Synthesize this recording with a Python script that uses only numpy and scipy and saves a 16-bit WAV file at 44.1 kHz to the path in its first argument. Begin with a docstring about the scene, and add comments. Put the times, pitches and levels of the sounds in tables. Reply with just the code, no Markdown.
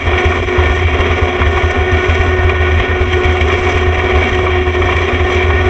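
"""A tractor tows a disc mower; a clamp on the tractor holds a camera and shakes with it.
From the start the drive shaft turns a 21-tooth gear: its whine is a sum of tooth-mesh harmonics, and its
rattle is modulated noise through a resonant steel casing. Brief lulls quieten both as the teeth unload.
Within the first tenth of a second the jolts begin, each exciting two low modes of the clamp; soon after come
the driveline's knocks, short noise cracks that ring the casing. All four continue to the end."""
import sys
import numpy as np
from scipy import signal
from scipy.fft import rfft, irfft, next_fast_len
from scipy.io import wavfile
from scipy.ndimage import map_coordinates

SR = 44100
rng = np.random.default_rng(int(sys.argv[2]) if len(sys.argv) > 2 else 0)


def put_to_file(sound):
    """Save the sound as 16-bit audio at rate SR, in the file named by the first command-line argument."""
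    columns = np.atleast_2d(sound).T  # one column per channel
    safe = np.clip(columns, -1, 1)
    whole_steps = np.round(safe * 32767)
    wavfile.write(sys.argv[1], SR, whole_steps.astype(np.int16))


N = 250929


def amp(db):
    """Decibel law: the amplitude gain of a level in dB."""
    return 10 ** (np.asarray(db) / 20)


def unit(x):
    """Power normalization: x brought to rms 1."""
    return x / np.sqrt(np.mean(x ** 2) + 1e-20)


def curves(rows):
    """Linear interpolation: one value per sample for each column after the time."""
    times, *columns = np.transpose(rows)
    return [np.interp(np.arange(N) / SR, times, column) for column in columns]


def wobble(rate):
    """Band-limited fluctuation: a spline through random knots, rate knots a second."""
    knots = rng.standard_normal(int(N * rate / SR) + 4)
    return map_coordinates(knots, [np.arange(N) * rate / SR])


def filtered(x, response):
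    """Linear filtering: the spectrum of x times a complex response of frequency."""
    m = next_fast_len(N + SR)  # padding leaves room for the ringing
    spectrum = rfft(x, m) * response(np.fft.rfftfreq(m, 1 / SR))
    return irfft(spectrum, m)[..., :N]


def split(x, low_hz, high_hz):
    """Complementary zero-phase crossover: low, middle and treble parts that add up to x."""
    low = filtered(x, lambda hz: 1 / (1 + (hz / low_hz) ** 8))
    high = filtered(x, lambda hz: 1 - 1 / (1 + (hz / high_hz) ** 8))
    return low, x - low - high, high


def casing(hz):
    """Minimum-phase resonance: the causal response of the steel casing, from its magnitude by the cepstrum."""
    # broad colour of the casing: (frequency [Hz], relative level per Hz [dB])
    colour = [(20, -13), (100, -2), (180, -5), (320, -5), (550, -0.5), (1000, -2), (1500, -6), (2100, -5.5),
              (3000, -12.5), (3700, -17.5), (4500, -33.5), (5500, -29), (6400, -34), (7250, -40),
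              (8000, -42.5)]
    # bands that its panels ring at (+) or swallow (-): (centre [Hz], width at half the dB height [Hz], height [dB])
    panels = [(252, 50, 13.5), (393, 90, 15), (452, 75, 2), (731, 166, 8), (829, 58, -12), (888, 50, -7.5),
              (1124, 173, 5.5), (1862, 110, 10), (2160, 66, -4), (2291, 295, 13), (2670, 110, -4),
              (2764, 40, 10.5), (3090, 80, -4.5), (3208, 193, 10.5), (3326, 44, 6), (3980, 60, 4),
              (5110, 110, 6), (5540, 65, 4), (5930, 110, 13.5), (6026, 58, 7.5), (6700, 71, 8),
              (7660, 150, 13)]
    colour_hz, colour_db = np.transpose(colour)
    db = np.interp(np.log(hz + 1), np.log(colour_hz + 1), colour_db)
    db = db + sum(top / (1 + (2 * (hz - centre) / width) ** 2) for centre, width, top in panels)
    cepstrum = irfft(np.log(amp(db)))
    # folding negative time onto positive time makes the response causal
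    cepstrum[1:len(hz) - 1] *= 2
    cepstrum[len(hz):] = 0
    return np.exp(rfft(cepstrum))


def shaft_angle():
    """Kinematics of rotation: the shaft's angle in radians is the integral of its speed."""
    # drive shaft: (time [s], speed [turns/s])
    speed = [(0, 17.26), (.75, 17.26), (1.18, 17.31), (1.32, 17.24), (1.6, 17.31), (1.85, 17.4),
             (2.25, 17.49), (2.5, 17.45), (2.9, 17.46), (3.05, 17.4), (3.45, 17.38), (3.9, 17.46),
             (4.5, 17.42), (4.85, 17.21), (5.4, 17.42), (5.69, 17.48)]
    return 2 * np.pi * np.cumsum(curves(speed)[0]) / SR


def lulls():
    """Load dependence of gear noise: dips in dB, as flat-topped pulses, while the teeth unload."""
    # nominal dips, scaled by each layer: (centre [s], length at 1/e of the depth [s], depth [dB])
    dips = [(0.03, 0.038, -4.5), (0.414, 0.018, -12), (0.459, 0.026, -11), (0.81, 0.024, 0),
            (0.86, 0.038, -4.5), (1.318, .03, -2), (1.679, 0.036, -3), (2.757, 0.069, -3),
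            (3.086, 0.063, -4.5), (4.132, 0.017, -2), (4.639, 0.038, -4.5), (4.727, 0.034, -6),
            (5.068, .03, -4.5)]
    t = np.arange(N) / SR
    return sum(db * np.exp(-(2 * (t - s) / length) ** 4) for s, length, db in dips)


def clamp():
    """Forced vibration of damped modes: soft pushes and a fine tremor of randomly varying strength swing the clamp."""
    # jolts on the clamp: (time [s], relative strength [dB])
    jolts = [(0.06, 63.5), (.1265, 63), (0.2498, 64.5), (0.3183, 52), (0.4019, 61), (0.4592, 58.5),
             (0.5785, 65.5), (0.6554, 59.5), (0.6952, 64.5), (.7114, 58), (.8415, 64), (0.9162, 56),
             (0.9328, 62), (0.99, 65), (1.007, 54.5), (1.0973, 63), (1.2185, 65.5), (1.236, 55.5),
             (1.4057, 61), (1.46, 67), (1.5917, 52.5), (1.6304, 63.5), (1.7794, 52), (1.8083, 62.5),
             (1.8742, 56), (1.9187, 63.5), (1.9713, 52), (2.0838, 65.5), (2.1913, 64.5), (2.2097, 58.5),
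             (2.2733, 63.5), (2.382, 63), (2.439, 66.5), (2.5326, 60.5), (2.5957, 61), (2.696, 58.5),
             (2.72, 58), (2.799, 64), (2.8178, 58), (2.8878, 59), (2.9686, 56.5), (3.001, 64), (3.07, 61),
             (3.1305, 60), (3.1829, 56), (3.2468, 64.5), (3.2856, 58), (3.4069, 63), (3.4348, 55.5),
             (3.4608, 60), (3.5211, 55), (3.651, 57), (3.745, 63.5), (3.8061, 55), (3.8654, 64),
             (3.9701, 62), (4.0387, 60), (4.121, 55), (4.149, 63), (4.164, 58.5), (4.3149, 61.5),
             (4.335, 59), (4.376, 59.5), (4.4301, 62), (4.506, 58), (4.5626, 59), (4.604, 58), (4.667, 62),
             (4.7546, 55), (4.8107, 55), (4.8468, 62.5), (4.9473, 60.5), (5.0057, 60), (5.1267, 60),
             (5.1981, 61.5), (5.2392, 58.5), (5.3015, 55), (5.3498, 61), (5.4357, 60.5), (5.4828, 57.5),
             (5.5366, 62.5), (5.551, 55), (5.5936, 61.5), (5.651, 64.5), (5.6839, 59.5)]
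    # the main mode, then the low mode: (frequency [Hz], bandwidth [Hz], relative peak gain [dB])
    swing_modes = [(82.1, 5.9, 0), (53.5, 57, -24.4)]
    thud_db, thud_growth, thud_scatter_db = -1, 0.35, 2.1  # the low mode's share; growth in dB per dB of strength
    soft_hz = 72.6  # the push lasts a few milliseconds

    s, db = np.transpose(jolts)
    low_mode_db = db + thud_db + thud_growth * (db - db.mean())
    low_mode_db += thud_scatter_db * rng.standard_normal(len(s))
    samples = np.round(s * SR).astype(int)
    pushes = np.array([np.bincount(samples, amp(d), N)[:N] for d in (db, low_mode_db)])
    tremor_db = [[16], [22]] + 3.9 * wobble(23)
    pushes += amp(tremor_db) * rng.standard_normal((2, N))

    def response(f):
        """Resonance: each mode's velocity-type response to a push smoothed by two equal low-pass poles."""
        modes = np.array([amp(gain_db) * 1j * f * w / (c * c - f * f + 1j * f * w)
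                          for c, w, gain_db in swing_modes])
        return modes / (1 + 1j * f / soft_hz) ** 2

    swing, thud = filtered(pushes, response)
    return swing - thud  # the modes swing in opposite phase


def knocks():
    """Impact excitation: the hardest contacts in the driveline ring each part of the casing at its own strength."""
    # contacts: (time [s], relative strength [dB], brightness [-1 near 1.1 kHz, 0 near 2.3 kHz, 1 in the treble])
    contacts = [(.131, 9.6, -1), (0.18, 6, 1), (.2483, 6.9, .4), (0.3181, 8.5, -0.82), (0.5618, 6.3, -0.58),
                (0.5849, 8.5, -1.1), (.7519, 6.5, 1), (1.0014, 7.1, 0.39), (1.4155, 12, -0.89),
                (1.4612, 7.4, -0.48), (1.5702, 7.8, -.9), (1.707, 12, 1.2), (1.9134, 4.5, 0.86),
                (2.0436, 4.3, 0), (2.0935, 7.5, .2), (2.1437, 9.8, 1.5), (2.4936, 11, -0.56),
                (2.7957, 8.1, 0), (2.9117, 6.7, -0.64), (3.1279, 10, .3), (3.2424, 6.8, .6),
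                (3.3226, 5.4, .8), (3.408, 11, .3), (3.498, 10.5, -0.54), (3.6665, 7, -0.15),
                (3.6924, 11.5, 1), (3.716, 8.3, .8), (3.7731, 8.3, .7), (3.9427, 6.5, 0), (3.99, 6, 0.012),
                (4.2245, 9.2, -1.7), (4.289, 6.3, 1.4), (4.345, 9.4, .5), (4.4641, 9.2, -1.2),
                (4.5268, 4.7, -.8), (4.8177, 7.5, -0.62), (4.8853, 11, -1.2), (4.9207, 9.5, -.6),
                (4.9642, 8.6, .6), (5.0854, 6, -0.11), (5.1405, 5, 0.18), (5.1965, 8.5, -0.81),
                (5.3221, 9.2, 1.1), (5.3444, 10, .9), (5.501, 11, -.7)]
    t60_s, rise_s = 0.048, 0.003  # time to decay by 60 dB, time constant of the onset
    off_part_db = -9  # loss one step of brightness away from a part; grows as the square

    cracks = np.zeros((3, N + SR))
    t = np.arange(SR // 20) / SR
    envelope = amp(-60 * t / t60_s) * (1 - np.exp(-t / rise_s))
    for s, top_db, bright in contacts:
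        db = top_db + off_part_db * (bright - np.arange(-1, 2)) ** 2
        crack = unit(envelope * rng.standard_normal((3, len(t))))
        start = round(s * SR)
        cracks[:, start:start + len(t)] += crack * amp(db)[:, None]
    rung = filtered(cracks[:, :N], casing)
    low = split(rung[0], low_hz=750, high_hz=1490)[1]
    mid = split(rung[1], low_hz=1520, high_hz=4100)[1]
    high = split(rung[2], low_hz=1500, high_hz=4240)[2]
    return amp(-16) * low + amp(-17.5) * mid + amp(-14.5) * high


def rattle(angle):
    """Amplitude-modulated noise: loose teeth and panels chatter, swelling with the shaft's turn, in the casing."""
    # base levels: (time [s], level of the body [dB], level of the treble [dB])
    levels = [(0, -19, -44), (.2, -18.5, -41.5), (.5, -20.5, -42.5), (.7, -18, -43), (.82, -20.5, -44.5),
              (.95, -18, -43.5), (1.5, -19.5, -42), (1.9, -18.5, -45), (2.15, -19, -42.5),
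              (2.45, -19.5, -45.5), (3.02, -20, -44.5), (3.25, -19, -42.5), (3.7, -18.5, -40),
              (3.9, -19, -44), (4.3, -18.5, -41), (4.65, -20, -44.5), (4.9, -18, -40), (5.15, -19, -43),
              (5.35, -19, -41.5), (5.69, -18.5, -43.5)]
    body_db, treble_db = curves(levels)
    body_db = body_db + 0.5 * wobble(8.5)
    low_db = -1.12 + 1.1 * wobble(8.5)

    # small taps at random times, each decaying by 60 dB in 13 ms
    taps = np.zeros(N)
    draw = rng.random((1500, 2))
    taps[(draw[:, 0] * N).astype(int)] = draw[:, 1] ** 2
    decay = amp(-60 * np.arange(SR // 10) / SR / 0.013)
    bursts = signal.fftconvolve(taps, decay)[:N]

    turn_db = 1.22 * np.cos(angle - 2.2) + 0.23 * np.cos(2 * angle - 2.5)
    swell = amp(turn_db + 0.55 * wobble(14))
    chatter = swell * (1.34 + 1.02 * bursts) * rng.standard_normal(N)
    low, mid, high = split(filtered(chatter, casing), low_hz=760, high_hz=4410)

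    # panels come and go on their own; the lulls weigh less on the upper bands
    lower_mid, _, upper_mid = split(unit(mid), low_hz=1528, high_hz=1730)
    dip_db = lulls()
    mid = amp(dip_db + 0.65 * wobble(16)) * lower_mid
    mid += amp(0.2 * dip_db + 1.5 * wobble(16)) * upper_mid
    rumble, _, low = split(unit(low), low_hz=300, high_hz=314)  # the narrow band between is left out
    body = amp(body_db) * (amp(-1.0) * rumble + amp(low_db + dip_db) * low + mid)
    treble = amp(treble_db + 0.3 * dip_db + 1.3 * wobble(7.7)) * unit(high)
    return body + treble


def whine(angle):
    """Gear meshing with phase modulation: universal joints vary the speed twice a turn, giving side tones."""
    # levels before random waver: (time [s], mesh tone [dB], its 4th multiple [dB], its 5th multiple [dB])
    tones = [(0, -31, -45, -37.5), (.2, -17, -28.5, -31), (.4, -25.5, -38, -39), (.56, -16, -30, -33.5),
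             (.7, -23, -31, -25.5), (.95, -24, -38.5, -39), (1.15, -23, -35, -31.5),
             (1.35, -21, -30.5, -39), (1.55, -21, -30.5, -25.5), (1.87, -21, -29.5, -30.5),
             (2.2, -20, -29, -25), (2.9, -20.5, -28, -27), (3.08, -19.5, -30, -36),
             (3.27, -16.5, -29.5, -27.5), (3.45, -21.5, -36.5, -38.5), (3.9, -20, -34, -28),
             (4.2, -19.5, -36.5, -40.5), (4.55, -17.5, -39.5, -36.5), (4.85, -18, -35, -30),
             (5.06, -20.5, -39, -34), (5.4, -20, -35, -29.5), (5.69, -21.5, -27.5, -25)]
    teeth = 21
    mesh_db, fourth_db, fifth_db = curves(tones)
    mesh = teeth * angle + 0.12 * np.sin(2 * angle) + 0.14 * wobble(30)  # radians
    levels = [mesh_db, mesh_db - 12, mesh_db - 15.5, fourth_db, fifth_db, fifth_db - 14]
    waver = [1.5, 3.5, 1.5, 1.1, 3.0, 2.2]  # fast, dB, each tone on its own
    drift = [1.9, 1.5, 1.5, 1.2, 1.1, 1.2]  # slow, dB
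    total = np.zeros(N)
    for multiple, (db, fast_db, slow_db) in enumerate(zip(levels, waver, drift), start=1):
        level_db = db + fast_db * wobble(22.02) + slow_db * wobble(8.5)
        phase = multiple * mesh + 2 * np.pi * rng.random()
        total += np.sqrt(2) * amp(level_db) * np.sin(phase)  # root 2: the levels are rms
    return total


def scene():
    """Superposition: clamp, knocks, rattle and load-dependent whine add up on one channel."""
    angle = shaft_angle()
    loaded_whine = amp(1.1 * lulls()) * whine(angle)
    return (clamp() + knocks() + rattle(angle) + loaded_whine)[None]


def record(dry):
    """Soft saturation and band limiting: the loudest peaks round off, then the top of the spectrum is cut."""
    top_hz = 7820
    rounded = dry / (1 + np.abs(dry / 0.98) ** 6) ** (1 / 6)
    return filtered(rounded, lambda hz: hz < top_hz)


dry = scene()
out = record(dry)
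put_to_file(out)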